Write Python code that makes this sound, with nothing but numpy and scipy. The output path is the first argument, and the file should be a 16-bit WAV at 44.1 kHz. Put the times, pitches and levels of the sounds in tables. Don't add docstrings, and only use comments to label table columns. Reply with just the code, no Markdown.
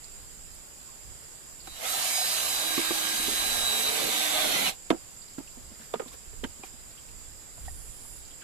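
import sys
import numpy as np
from scipy import signal
from scipy.fft import rfft, irfft
from scipy.io import wavfile
from scipy.ndimage import uniform_filter1d, minimum_filter1d

SR = 44100
rng = np.random.default_rng(int(sys.argv[2]) if len(sys.argv) > 2 else 0)


def store_pcm(level_fs):
    pcm = np.round(np.clip(level_fs, -1, 1) * 32767).astype(np.int16)
    wavfile.write(sys.argv[1], SR, np.atleast_2d(pcm).T)


def convert_level_to_amplitude(level_db):
    exponent = np.asarray(level_db, float) / 20
    return 10 ** exponent


N = 371763
TIME = np.arange(N) / SR


def follow(table):
    return np.interp(TIME, *np.transpose(table))


def bump(s, length):
    return np.exp(-((TIME - s) / length) ** 2)


def colour(x, spectrum):
    hz, db = np.transpose(spectrum)
    f = np.arange(x.shape[-1] // 2 + 1) * SR / x.shape[-1] + 1
    gain = convert_level_to_amplitude(np.interp(np.log(f), np.log(hz), db, left=-90, right=-90))
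    y = irfft(rfft(x) * gain, x.shape[-1])
    return y / np.sqrt(np.mean(y ** 2))


def walk(rate):
    k = int(SR / rate)
    steps = np.repeat(rng.standard_normal((2, N // k + 1)), k, axis=1)
    return 1.3 * uniform_filter1d(uniform_filter1d(steps, k), k)[:, :N]


def pan(db):
    g = convert_level_to_amplitude(np.array([[db / 2], [-db / 2]]))
    return 2 * g / np.sqrt(np.sum(g ** 2))


def hiss(count=N):
    return rng.standard_normal((2, count))


def grains(scatter_db, count=N):
    size_db = scatter_db * np.minimum(rng.exponential(size=(2, count)), 4)
    return hiss(count) * convert_level_to_amplitude(size_db)


def add(out, s, x):
    i = int(s * SR)
    out[:, i:i + x.shape[1]] += x[:, :N - i]


# [f/Hz, level/dB per Hz]
AIR_SPECTRUM = [(71, -28), (120, 0), (156, -0.5), (183, -4.5), (269, -5), (323, -6), (412, -5.5),
                (1020, -10.5), (3500, -13.5), (4940, -14), (6290, -13.5), (7400, -5), (8870, -10.5),
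                (13800, -15.5), (15000, -31)]


def air():
    return convert_level_to_amplitude(-53.5 + .5 * walk(2.0)) * pan(-1.1) * colour(hiss(), AIR_SPECTRUM)


# [f/Hz, width/Hz, level/dB, left minus right/dB]
FAR_CICADAS = [
    (4930, 570, -64.5, -4),
    (7380, 840, -53, -8),
]


def far_cicadas():
    out = 0
    for hz, width, db, pan_db in FAR_CICADAS:
        band = [(hz - 1.32 * width, -30), (hz - width / 2, -4), (hz, 0), (hz + width / 2, -4),
                (hz + 1.3 * width, -30)]
        shimmer_db = 0.29 * walk(1.0) + 0.87 * walk(30)
        out = out + convert_level_to_amplitude(db + shimmer_db) * pan(pan_db) * colour(grains(1.7), band)
    return out


# [f/Hz, level/dB per Hz]
CICADA_SONG = [(5000, -37), (8500, -9), (9270, 1), (10100, -3), (11200, -5), (11600, -11), (13000, -12),
               (14400, -12)]


def near_cicada():
    on_s, attack_s, off_s, release_s = 7.47, .25, 8.17, .06
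    pulse_hz = 115
    pulses = 1 + 0.18 * np.cos(2 * np.pi * pulse_hz * TIME + walk(12)[0])
    sings = np.clip(np.minimum((TIME - on_s) / attack_s, 1 + (off_s - TIME) / release_s), 0, 1)
    return convert_level_to_amplitude(-53.5 + 1.5 * walk(10)[0]) * sings * pan(-11) * pulses * colour(grains(1.5), CICADA_SONG)


# [f/Hz, level/dB per Hz]
WIND_SPECTRUM = [(12, 0), (35, -2), (60, -4), (110, -12), (200, -26.5), (400, -30)]
# [t/s, peak level/dB, length/s]
WIND_GUSTS = [(.19, -55, 0.078), (.45, -52.5, 0.1), (1.08, -52, 0.06), (1.7, -53, 0.078), (2.52, -55, 0.13),
              (2.9, -56, 0.089), (3.3, -57, 0.044), (3.48, -49, 0.23), (4.5, -52.5, 0.13),
              (5.63, -51.5, 0.11), (6.13, -54, 0.033), (6.29, -50, 0.033), (6.42, -46, 0.078),
              (6.97, -70, 0.13), (7.18, -53, 0.46), (7.66, -43.5, 0.062), (7.76, -51, 0.087),
              (7.89, -49, 0.019), (8.02, -52.5, 0.24), (8.36, -56, 0.037)]


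def wind():
    breeze = convert_level_to_amplitude(-60)
    blows = breeze + sum((convert_level_to_amplitude(db) - breeze) * bump(s, length) for s, db, length in WIND_GUSTS)
    return blows * convert_level_to_amplitude(walk(15)) * pan(-5.5) * colour(hiss(), WIND_SPECTRUM)


# [t/s, peak level/dB, f/Hz, length/s]
SMALL_TICKS = [(0.039, -45.5, 5000, 0.0065), (0.543, -49, 10000, .01), (0.882, -59, 1120, 0.03),
               (1.6013, -49, 4760, 0.015), (5.218, -51, 4700, 0.014), (5.28, -51, 4770, 0.011),
               (5.472, -51, 2850, 0.011), (5.81, -59, 1730, 0.023), (6.079, -44.5, 3910, 0.0065),
               (6.113, -56, 1140, 0.012), (6.906, -53, 4640, 0.013), (6.974, -50.5, 3220, 0.013),
               (7.086, -54, 2700, 0.011), (7.65, -59, 3520, 0.02), (8.008, -57, 4860, 0.015),
               (8.306, -54.5, 3380, 0.015), (8.417, -52, 1630, 0.02), (8.404, -58, 2580, .03),
               (8.248, -55, 4800, .015), (8.415, -57, 3300, .02)]


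def ticks():
    out, t = np.zeros((2, N)), TIME[:SR // 10]
    for s, db, hz, length in SMALL_TICKS:
        puff = colour(hiss(len(t)), [(hz / 1.6, -25), (hz, 0), (hz * 1.25, -25)])
        envelope = np.exp(-t / max(length, .002)) * (1 - np.exp(-t / 0.0021))
        add(out, s, convert_level_to_amplitude(db + 0.5) * pan(-6.5) * puff * envelope)
    return out


# [t/s, peak level/dB, length/s]
SLEEVE_BRUSHES = [(1.675, -49, 0.0053), (5.39, -54, .012), (6.66, -53, 0.026), (5.83, -56, 0.045),
                  (6.083, -54, .015), (6.137, -51.5, 0.018), (7.662, -54, 0.013)]
# [f/Hz, level/dB per Hz]
CLOTH_SPECTRUM = [(800, -5), (2000, -2), (5000, -5), (10000, -5.5), (14000, -6)]


def brushes():
    strokes = sum(convert_level_to_amplitude(db) * bump(s, length) for s, db, length in SLEEVE_BRUSHES)
    return strokes * pan(-4.5) * colour(grains(2.5), CLOTH_SPECTRUM)


# [t/s, peak level/dB, f/Hz, t60/s]
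RINGING_TAPS = [(2.778, -22, 290, .04), (2.778, -30, 1150, .03), (2.79, -30, 350, .04),
                (2.907, -26, 350, .04), (2.907, -31, 1150, .03), (3.199, -30, 330, .04),
                (3.282, -25, 280, .04), (4.9043, -12, 322, .04), (4.9042, -20, 660, .03),
                (4.904, -21, 1250, .02), (4.9045, -27, 2150, .025), (4.911, -30, 985, .04),
                (4.9055, -22, 470, .04), (4.908, -37, 1590, .06), (4.923, -32, 668, .05),
                (4.961, -44, 760, .05), (5.94, -32, 950, .04), (5.941, -47, 1220, .12),
                (6.01, -49, 1220, .15), (6.0008, -26, 470, .03), (6.4345, -23, 400, .018),
                (6.441, -36, 920, .05), (7.6805, -32, 760, .028), (7.682, -40, 1870, .04)]


def taps():
    out, t = np.zeros((2, N)), TIME[:SR // 10]
    for s, db, hz, t60 in RINGING_TAPS:
        ring = np.sin(2 * np.pi * hz * t + [[np.pi - .5], [np.pi + .5]])
        onset = 1 - np.exp(-(t / .0012) ** 2)
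        add(out, s, convert_level_to_amplitude(db - 60 * t / t60) * pan(-3.5) * ring * onset)
    return out


# [t/s, peak level/dB, ring f/Hz, crack above it/dB, upper ring f/Hz]
WOOD_KNOCKS = [(1.673, -34.5, 760, -11, 1490), (2.779, -28, 308, -9, 1145), (2.791, -28, 328, -17, 3600),
               (2.908, -23.5, 340, -11, 1150), (3.197, -35, 404, -10, 1610), (3.286, -28, 394, -18, 2380),
               (4.911, -20, 257, -7.5, 1000), (4.925, -20.5, 335, -34, 1070),
               (4.936, -28.5, 320, -28, 1030), (4.945, -34, 328, -25, 900),
               (5.3829, -29.5, 278, -14.5, 1360), (5.402, -39, 327, -10, 990), (5.573, -39, 242, -26, 1230),
               (5.956, -34.5, 232, -3, 1210), (5.997, -32.5, 597, -3, 1370), (6, -23.5, 450, -20, 1260),
               (6.019, -35, 392, -7, 1230), (6.06, -40.5, 250, -10, 1040), (6.14, -41.5, 450, -15, 1100),
               (6.439, -29, 274, -1, 3095), (6.442, -33.5, 262, -1, 1960), (6.447, -33.5, 253, 0, 1590),
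               (6.453, -39, 248, -2, 3080), (6.631, -42, 1110, -16, 2600), (6.636, -38, 774, 0, 2440),
               (6.739, -45.5, 242, -10, 3660), (7.578, -45, 685, -8, 988)]
CHUCK_STRIKES = [
    (4.9036, -19, 330, -2, 3610),
    (5.9387, -21.5, 444, -10, 3460),
]
# [t/s, peak level/dB, ring f/Hz]
SOFT_THUMPS = [(1.676, -44, 323), (5.715, -46.5, 229), (5.8, -44.5, 225), (6.33, -44, 422),
               (6.595, -46.5, 230), (6.636, -40, 383), (8.05, -49, 900)]
# [f as a multiple of the ring, level/dB per Hz]
FRAME_MODES = [(.3, -38), (.6, -1.5), (1.0, 1), (1.5, -3), (2.2, -6), (3.6, -13.5), (6.5, -32), (10.5, -38)]
# [f/Hz, level/dB per Hz]
CRACK_SPECTRUM = [(1000, 4), (1800, 3), (3000, 1.5), (3800, -2.5), (5000, -12.5), (8000, -10), (14000, -27)]
# [f/Hz, level/dB, t60/s]
POST_MODES = [(670, 0, 0.037), (800, -8, 0.033), (948, -9, 0.032), (1210, -8, 0.027)]


def knocks():
    out, t = np.zeros((2, N)), TIME[:SR // 4]
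    later = np.array([[np.pi - .5], [np.pi + .5]])
    push = 1 - np.exp(-(t / 0.002) ** 2)
    snap = 1 - np.exp(-t / 0.00093)
    blows = [(0, k) for k in WOOD_KNOCKS] + [(1, k) for k in CHUCK_STRIKES]
    blows += [(0, (s, db, hz, -18, 4 * hz)) for s, db, hz in SOFT_THUMPS]
    for steel, (s, db, hz, crack_db, upper_hz) in blows:
        t60 = 0.061 * (330 / hz) ** 0.56
        posts = sum(convert_level_to_amplitude(g - 60 * t / d) * np.sin(2 * np.pi * f * t + later) for f, g, d in POST_MODES)
        ring = convert_level_to_amplitude(-1 - 65 * t / t60) * np.sin(2 * np.pi * hz * t + later)
        modes = colour(hiss(len(t)), np.multiply(FRAME_MODES, (hz, 1)))
        frame = (convert_level_to_amplitude(-8.5 - 55 * t / t60) + convert_level_to_amplitude(-28 - 60 * t / .16)) * modes
        upper = convert_level_to_amplitude(-6 * steel - 60 * t / .03) * np.sin(2 * np.pi * upper_hz * t + later)
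        sharp = min((upper_hz / 2200) ** 0.21, 1.15)
        crack = colour(grains(3.0, len(t)), np.multiply(CRACK_SPECTRUM, (sharp, 1)))
        crack = (convert_level_to_amplitude(-1 - 60 * t / 0.03) + convert_level_to_amplitude(-30 - 60 * t / 0.25)) * crack
        softness_db = 0.16 * min(db + 19.5, 0)
        low = (ring + frame + steel * posts) * push
        high = (upper + convert_level_to_amplitude(softness_db) * crack) * snap
        add(out, s - .001, convert_level_to_amplitude(db) * pan(-5.5) * (low + convert_level_to_amplitude(crack_db) * high))
    return out


# [t/s, peak level/dB, f/Hz, length/s]
RESONANT_GROANS = [(1.861, -46.5, 2120, 0.045), (1.921, -47, 1280, 0.085), (2.047, -46, 690, 0.025),
                   (2.127, -41.5, 2250, 0.062), (2.195, -40.5, 721, 0.025), (2.97, -44, 836, .03),
                   (3.66, -45, 1170, 0.022), (3.75, -47, 437, .03), (3.87, -48, 556, 0.018),
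                   (3.98, -46.5, 446, 0.19), (4.171, -46, 736, .025), (4.4, -43, 620, 0.076),
                   (4.4, -49, 755, 0.061), (4.591, -41, 2040, 0.058), (4.62, -47, 800, 0.084)]


def groans():
    out, t = np.zeros((2, N)), TIME[:SR // 2 + SR // 4]
    middle = t[-1] / 2
    spread = 2 * 0.062
    for s, db, hz, length in RESONANT_GROANS:
        band = [(hz * (1 - spread), -25), (hz, 0), (hz * (1 + spread), -25)]
        swell = np.exp(-((t - middle) / length) ** 2)
        add(out, s - middle, convert_level_to_amplitude(db) * pan(-3.0) * swell * colour(grains(1.4, len(t)), band))
    return out


def porch(x):
    t = TIME[:SR // 25]
    sparse = rng.random((2, len(t))) < .03
    echoes = hiss(len(t)) * sparse * convert_level_to_amplitude(-60 * t / .07)
    echoes = echoes / np.sqrt(np.sum(echoes ** 2, axis=1, keepdims=True))
    shared = np.roll(x[:1], N // 3)
    return signal.fftconvolve(shared, echoes, axes=1)[:, :N] + 1.5 * x


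def patchy(x):
    patch_hz, patch_s, depth_db = 350, .07, .8
    z = signal.stft(x, nperseg=512)[2]
    field = rng.standard_normal(z.shape[1:])
    for _ in range(2):
        field = uniform_filter1d(field, int(patch_hz * 512 / SR), axis=0)
        field = uniform_filter1d(field, int(patch_s * SR / 256), axis=1)
    return signal.istft(z * convert_level_to_amplitude(depth_db * field / field.std()), nperseg=512)[1][:, :N]


# [f/Hz, level/dB per Hz]
BOARD_SPECTRUM = [(59, -47), (100, -11), (124, -13.5), (215, 0), (257, -3), (297, -0.5), (341, -1),
                  (441, -0.5), (485, -7), (560, 4.5), (730, -43), (1230, -120)]


def board_hum(rattle_db):
    depth = np.interp(TIME, (2.2, 2.9), (0, 1))
    level_db = rattle_db - 26 + 9.5 * depth + 5.5 * bump(3.99, 0.14)
    level_db = level_db + 3.1 * walk(14) + 1.2 * walk(5.76)[0]
    return convert_level_to_amplitude(level_db) * colour(porch(grains(3.7)), BOARD_SPECTRUM)


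# [f/Hz, level/dB per Hz]
HOUSING_SPECTRUM = [(290, -48), (500, -5.5), (558, -14), (617, -0.5), (694, -4.5), (752, 1.5), (862, -8.5),
                    (950, -27), (1240, -35), (2090, -120)]


def housing_drone(effort_db, load):
    level_db = effort_db - 12.5 + 2.5 * load + 10.5 * bump(1.83, 0.043) - 3.5 * bump(3.16, 0.5)
    level_db = level_db + 1.1 * walk(23) + 0.76 * walk(6.87)[0]
    return convert_level_to_amplitude(level_db) * colour(grains(1.8), HOUSING_SPECTRUM)


# [f/Hz, level/dB per Hz]
FAN_SPECTRUM = [(2470, -43), (4200, -0.5), (4430, -1), (4930, 1), (5200, -3.5), (7960, 1), (8810, -1.5),
                (10300, 1), (13600, -2), (14600, -5), (15000, -64)]


def fan_hiss(effort_db, lost_hz, throb):
    level_db = effort_db + 0.2 - 0.03 * lost_hz - 0.86
    level_db = level_db + 0.11 * walk(9) + .5 * walk(30) + 0.2 * walk(7.89)[0]
    return convert_level_to_amplitude(level_db) * colour(throb * porch(grains(2.3)), FAN_SPECTRUM)


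# [f/Hz, level/dB per Hz]
GEARBOX_SPECTRUM = [(500, -42), (850, -8.5), (1300, -5.5), (1430, -10), (1590, -6.5), (1790, -8.5),
                    (2400, -5.5), (3230, -5), (3610, -6), (3900, -5.5), (4420, -9.5), (4780, -32),
                    (5500, -10.5), (7150, -22), (12100, -120)]
# [f/Hz, level/dB per Hz]
STRAIN_SPECTRUM = [(1500, -19), (2100, -2.5), (2600, -5.5), (3300, -4.5), (4200, -0.5), (4700, -28)]


def gear_rattle(rattle_db, load, throb):
    light = colour(throb * porch(grains(4.54)), GEARBOX_SPECTRUM)
    strained = convert_level_to_amplitude(-1.5) * load ** 3 * colour(throb * grains(4.1), STRAIN_SPECTRUM)
    return convert_level_to_amplitude(rattle_db - 3.5 + 0.58 * walk(18)) * (light + strained)


# (on t/s, off t/s, f/Hz, level/dB)
TRIGGER_CHOPPER = (1.668, 1.81, 3887, -51.5)


def trigger_whistle():
    on, off, hz, db = TRIGGER_CHOPPER
    gate = np.clip(np.minimum(TIME - on, off - TIME) / 0.005, 0, 1)
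    return convert_level_to_amplitude(db) * np.sin(2 * np.pi * hz * TIME + [[0], [1.6]]) * gate


STRONG_ORDERS = (.71, 1, 5.04, 11.27, 12, 12.43, 15.02, 20, 25.02)
# [t/s, level/dB]
STRONG_LEVELS = [
    [(2.5, -75), (3.2, -59), (3.7, -54.5), (4.2, -56), (4.3, -68), (4.5, -56), (4.6, -49.5), (4.7, -42)],
    [(2.5, -65), (2.68, -49), (3.05, -51.5), (3.4, -52.5), (3.55, -66), (3.9, -57), (4.1, -49), (4.25, -50),
     (4.6, -50.5)],
    [(2.0, -54), (2.4, -53), (2.62, -48), (2.75, -47), (2.88, -44), (2.95, -51), (3.05, -43), (3.17, -44),
     (3.3, -52), (3.44, -44), (3.7, -45), (3.88, -54), (4.15, -52), (4.42, -46), (4.52, -49)],
    [(3.8, -60), (4.1, -44), (4.3, -42), (4.42, -37), (4.48, -42), (4.55, -35), (4.6, -47), (4.635, -39),
     (4.672, -28), (4.69, -42)],
    [(1.85, -41), (2.1, -42), (2.2, -38), (2.5, -40), (2.68, -36), (2.8, -39), (3.05, -39.5), (3.3, -38),
     (3.55, -36), (3.66, -33.5), (3.76, -33.5), (3.88, -38), (3.93, -46), (4.05, -44), (4.3, -41),
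     (4.5, -49)],
    [(2.1, -58), (2.4, -52), (3.3, -50), (3.6, -42), (3.75, -37), (3.82, -40), (3.89, -33), (3.91, -47),
     (4.2, -43), (4.42, -42), (4.6, -50)],
    [(2.0, -54), (2.2, -39.5), (2.4, -45), (3.1, -48), (3.4, -50), (4.7, -48)],
    [(1.9, -51), (2.18, -35.5), (2.3, -45), (2.8, -54), (3.3, -44.5), (3.8, -50), (4.05, -52), (4.3, -53),
     (4.6, -53)],
    [(1.9, -48), (2.1, -42), (2.35, -43), (2.5, -45), (2.9, -50), (3.1, -43), (3.6, -39), (3.78, -40),
     (3.9, -46), (4.4, -43), (4.6, -45)],
]
WEAK_ORDERS = (2.25, 7.38, 16, 18, 21, 23, 26, 28, 29, 30, 31, 33, 35, 36.78, 39, 40.03, 41, 43)
# [running light/dB, under load/dB]
WEAK_LEVELS = [(-52, -61), (-62, -53), (-55, -57), (-55, -62), (-48, -55), (-53, -57), (-49, -52),
               (-54, -60), (-53, -60), (-55, -60), (-52, -62), (-55, -65), (-53, -65), (-54, -61),
               (-58, -65), (-59, -60), (-54, -60), (-59, -65)]


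def whine(turns, load):
    settle_db = np.interp(TIME, (1.85, 2.0), (-12, 0))
    strong = [follow(rows) for rows in STRONG_LEVELS]
    weak = [settle_db + light + load * (heavy - light) for light, heavy in WEAK_LEVELS]
    out = 0
    for order, db in zip([*STRONG_ORDERS, *WEAK_ORDERS], strong + weak):
        wobble = (.3 + .3 * load ** 2) * walk(30)[0] + .3 * walk(160)[0]
        wobble = wobble + .1 * walk(4) + [[0], [np.pi / 2]]
        flutter_db = (.7 + 1.0 * load ** 3) * walk(22)[0] + .4 * walk(6) + 1.3 * walk(45)
        out = out + convert_level_to_amplitude(db + flutter_db) * np.sin(2 * np.pi * order * turns + wobble)
    return out


# [t/s, speed lost f/Hz]
SCREW_DRAG = [(2.06, 1.5), (2.3, 4.5), (2.78, 11.5), (3.09, 12), (3.3, 9), (3.48, 8), (3.6, 11),
              (3.65, 13.5), (3.76, 14), (3.8, 15.3), (4.06, 20.5), (4.3, 27.5), (4.42, 31.5), (4.5, 43),
              (4.59, 57), (4.665, 71), (4.69, 92), (4.72, 110)]
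# [t/s, gearbox level/dB]
TOOL_EFFORT = [(1.64, -58), (1.68, -53.5), (1.79, -47), (1.85, -38.5), (1.92, -34), (3.8, -33.5),
               (4.695, -31.5), (4.722, -46), (4.76, -61)]
# [t/s, level added/dB]
BIT_JOLTS = [(2.07, 1.6), (2.38, 1.4), (2.73, 1.3), (3.89, 2.6), (4.0, 0.82), (4.56, 2.5), (4.67, 2.8)]


def drill():
    free_hz, full_trigger_s, spin_up_s = 333, 1.79, .032
    lagging = np.exp(-np.maximum(TIME - full_trigger_s, 0) / spin_up_s)
    lost_hz = follow(SCREW_DRAG)
    turns = np.cumsum(free_hz * (1 - lagging) - lost_hz) / SR
    load = np.interp(TIME, (2.4, 4.2), (0, 1))
    running = np.interp(TIME, (1.815, 1.86, 4.685, 4.705), (0, 1, 1, 0))
    effort_db = np.interp(TIME, *np.transpose(TOOL_EFFORT), left=-120, right=-120)
    rattle_db = effort_db + sum(db * bump(s, 0.014) for s, db in BIT_JOLTS)
    throb = 1 + .22 * np.cos(2 * np.pi * turns + walk(9))
    noises = gear_rattle(rattle_db, load, throb) + housing_drone(effort_db, load)
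    noises = noises + board_hum(rattle_db) + fan_hiss(effort_db, lost_hz, throb)
    tones = convert_level_to_amplitude(1.6) * running * whine(turns, load)
    return pan(-4.3) * (patchy(noises) + tones + trigger_whistle())


def scene():
    outdoors = air() + far_cicadas() + near_cicada() + wind()
    handling = ticks() + brushes() + taps() + knocks()
    return outdoors + handling + groans() + drill()


# [f/Hz, spreads of chance that open a hole]
HOLE_RARITY = [(1500, 3.5), (3000, 2.2), (3500, 1.5), (4200, 1.0), (4800, 1.4), (5200, .9), (6100, .9),
               (6600, 2.6), (8500, 2.6), (10000, 2.2), (14000, 1.9)]


def dropouts(x):
    flutter_db, hole_db, hole_s = 2.0, -30, .06
    hz, _, z = signal.stft(x, fs=SR, nperseg=1024)
    frames = int(hole_s * SR / 512)
    field = uniform_filter1d(rng.standard_normal(z.shape[1:]), 3, axis=0)
    field = uniform_filter1d(field, frames, axis=1)
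    field = field / field.std()
    power = uniform_filter1d(np.sum(np.abs(z) ** 2, axis=0), 3, axis=0)
    power = uniform_filter1d(power, 2 * frames, axis=1)
    toneless = np.clip(3 - 2 * power / uniform_filter1d(power, 21, axis=0), 0, 1)
    body = np.sum(np.abs(z[:, (hz > 1000) & (hz < 4000)]) ** 2, axis=(0, 1))
    quiet = minimum_filter1d(uniform_filter1d(body, 3), 7)
    no_blow = minimum_filter1d(np.clip(2.5 - body / quiet, 0, 1), 3)
    plain = toneless * (hz > 1000)[:, None] * no_blow
    rarity = np.interp(hz, *np.transpose(HOLE_RARITY))[:, None]
    db = plain * (hole_db * np.clip(3 * (field - rarity), 0, 1) - flutter_db * field)
    return signal.istft(z * convert_level_to_amplitude(db), nperseg=1024)[1][:, :N]


def roll_off(x):
    return signal.sosfilt(signal.butter(12, 14240, fs=SR, output="sos"), x)


def record(dry):
    passed = np.arange(N // 2 + 1) * SR / N < 14240
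    mix = irfft(rfft(dropouts(dry)) * passed, N)
    return roll_off(mix)


dry = scene()
out = record(dry)
store_pcm(out)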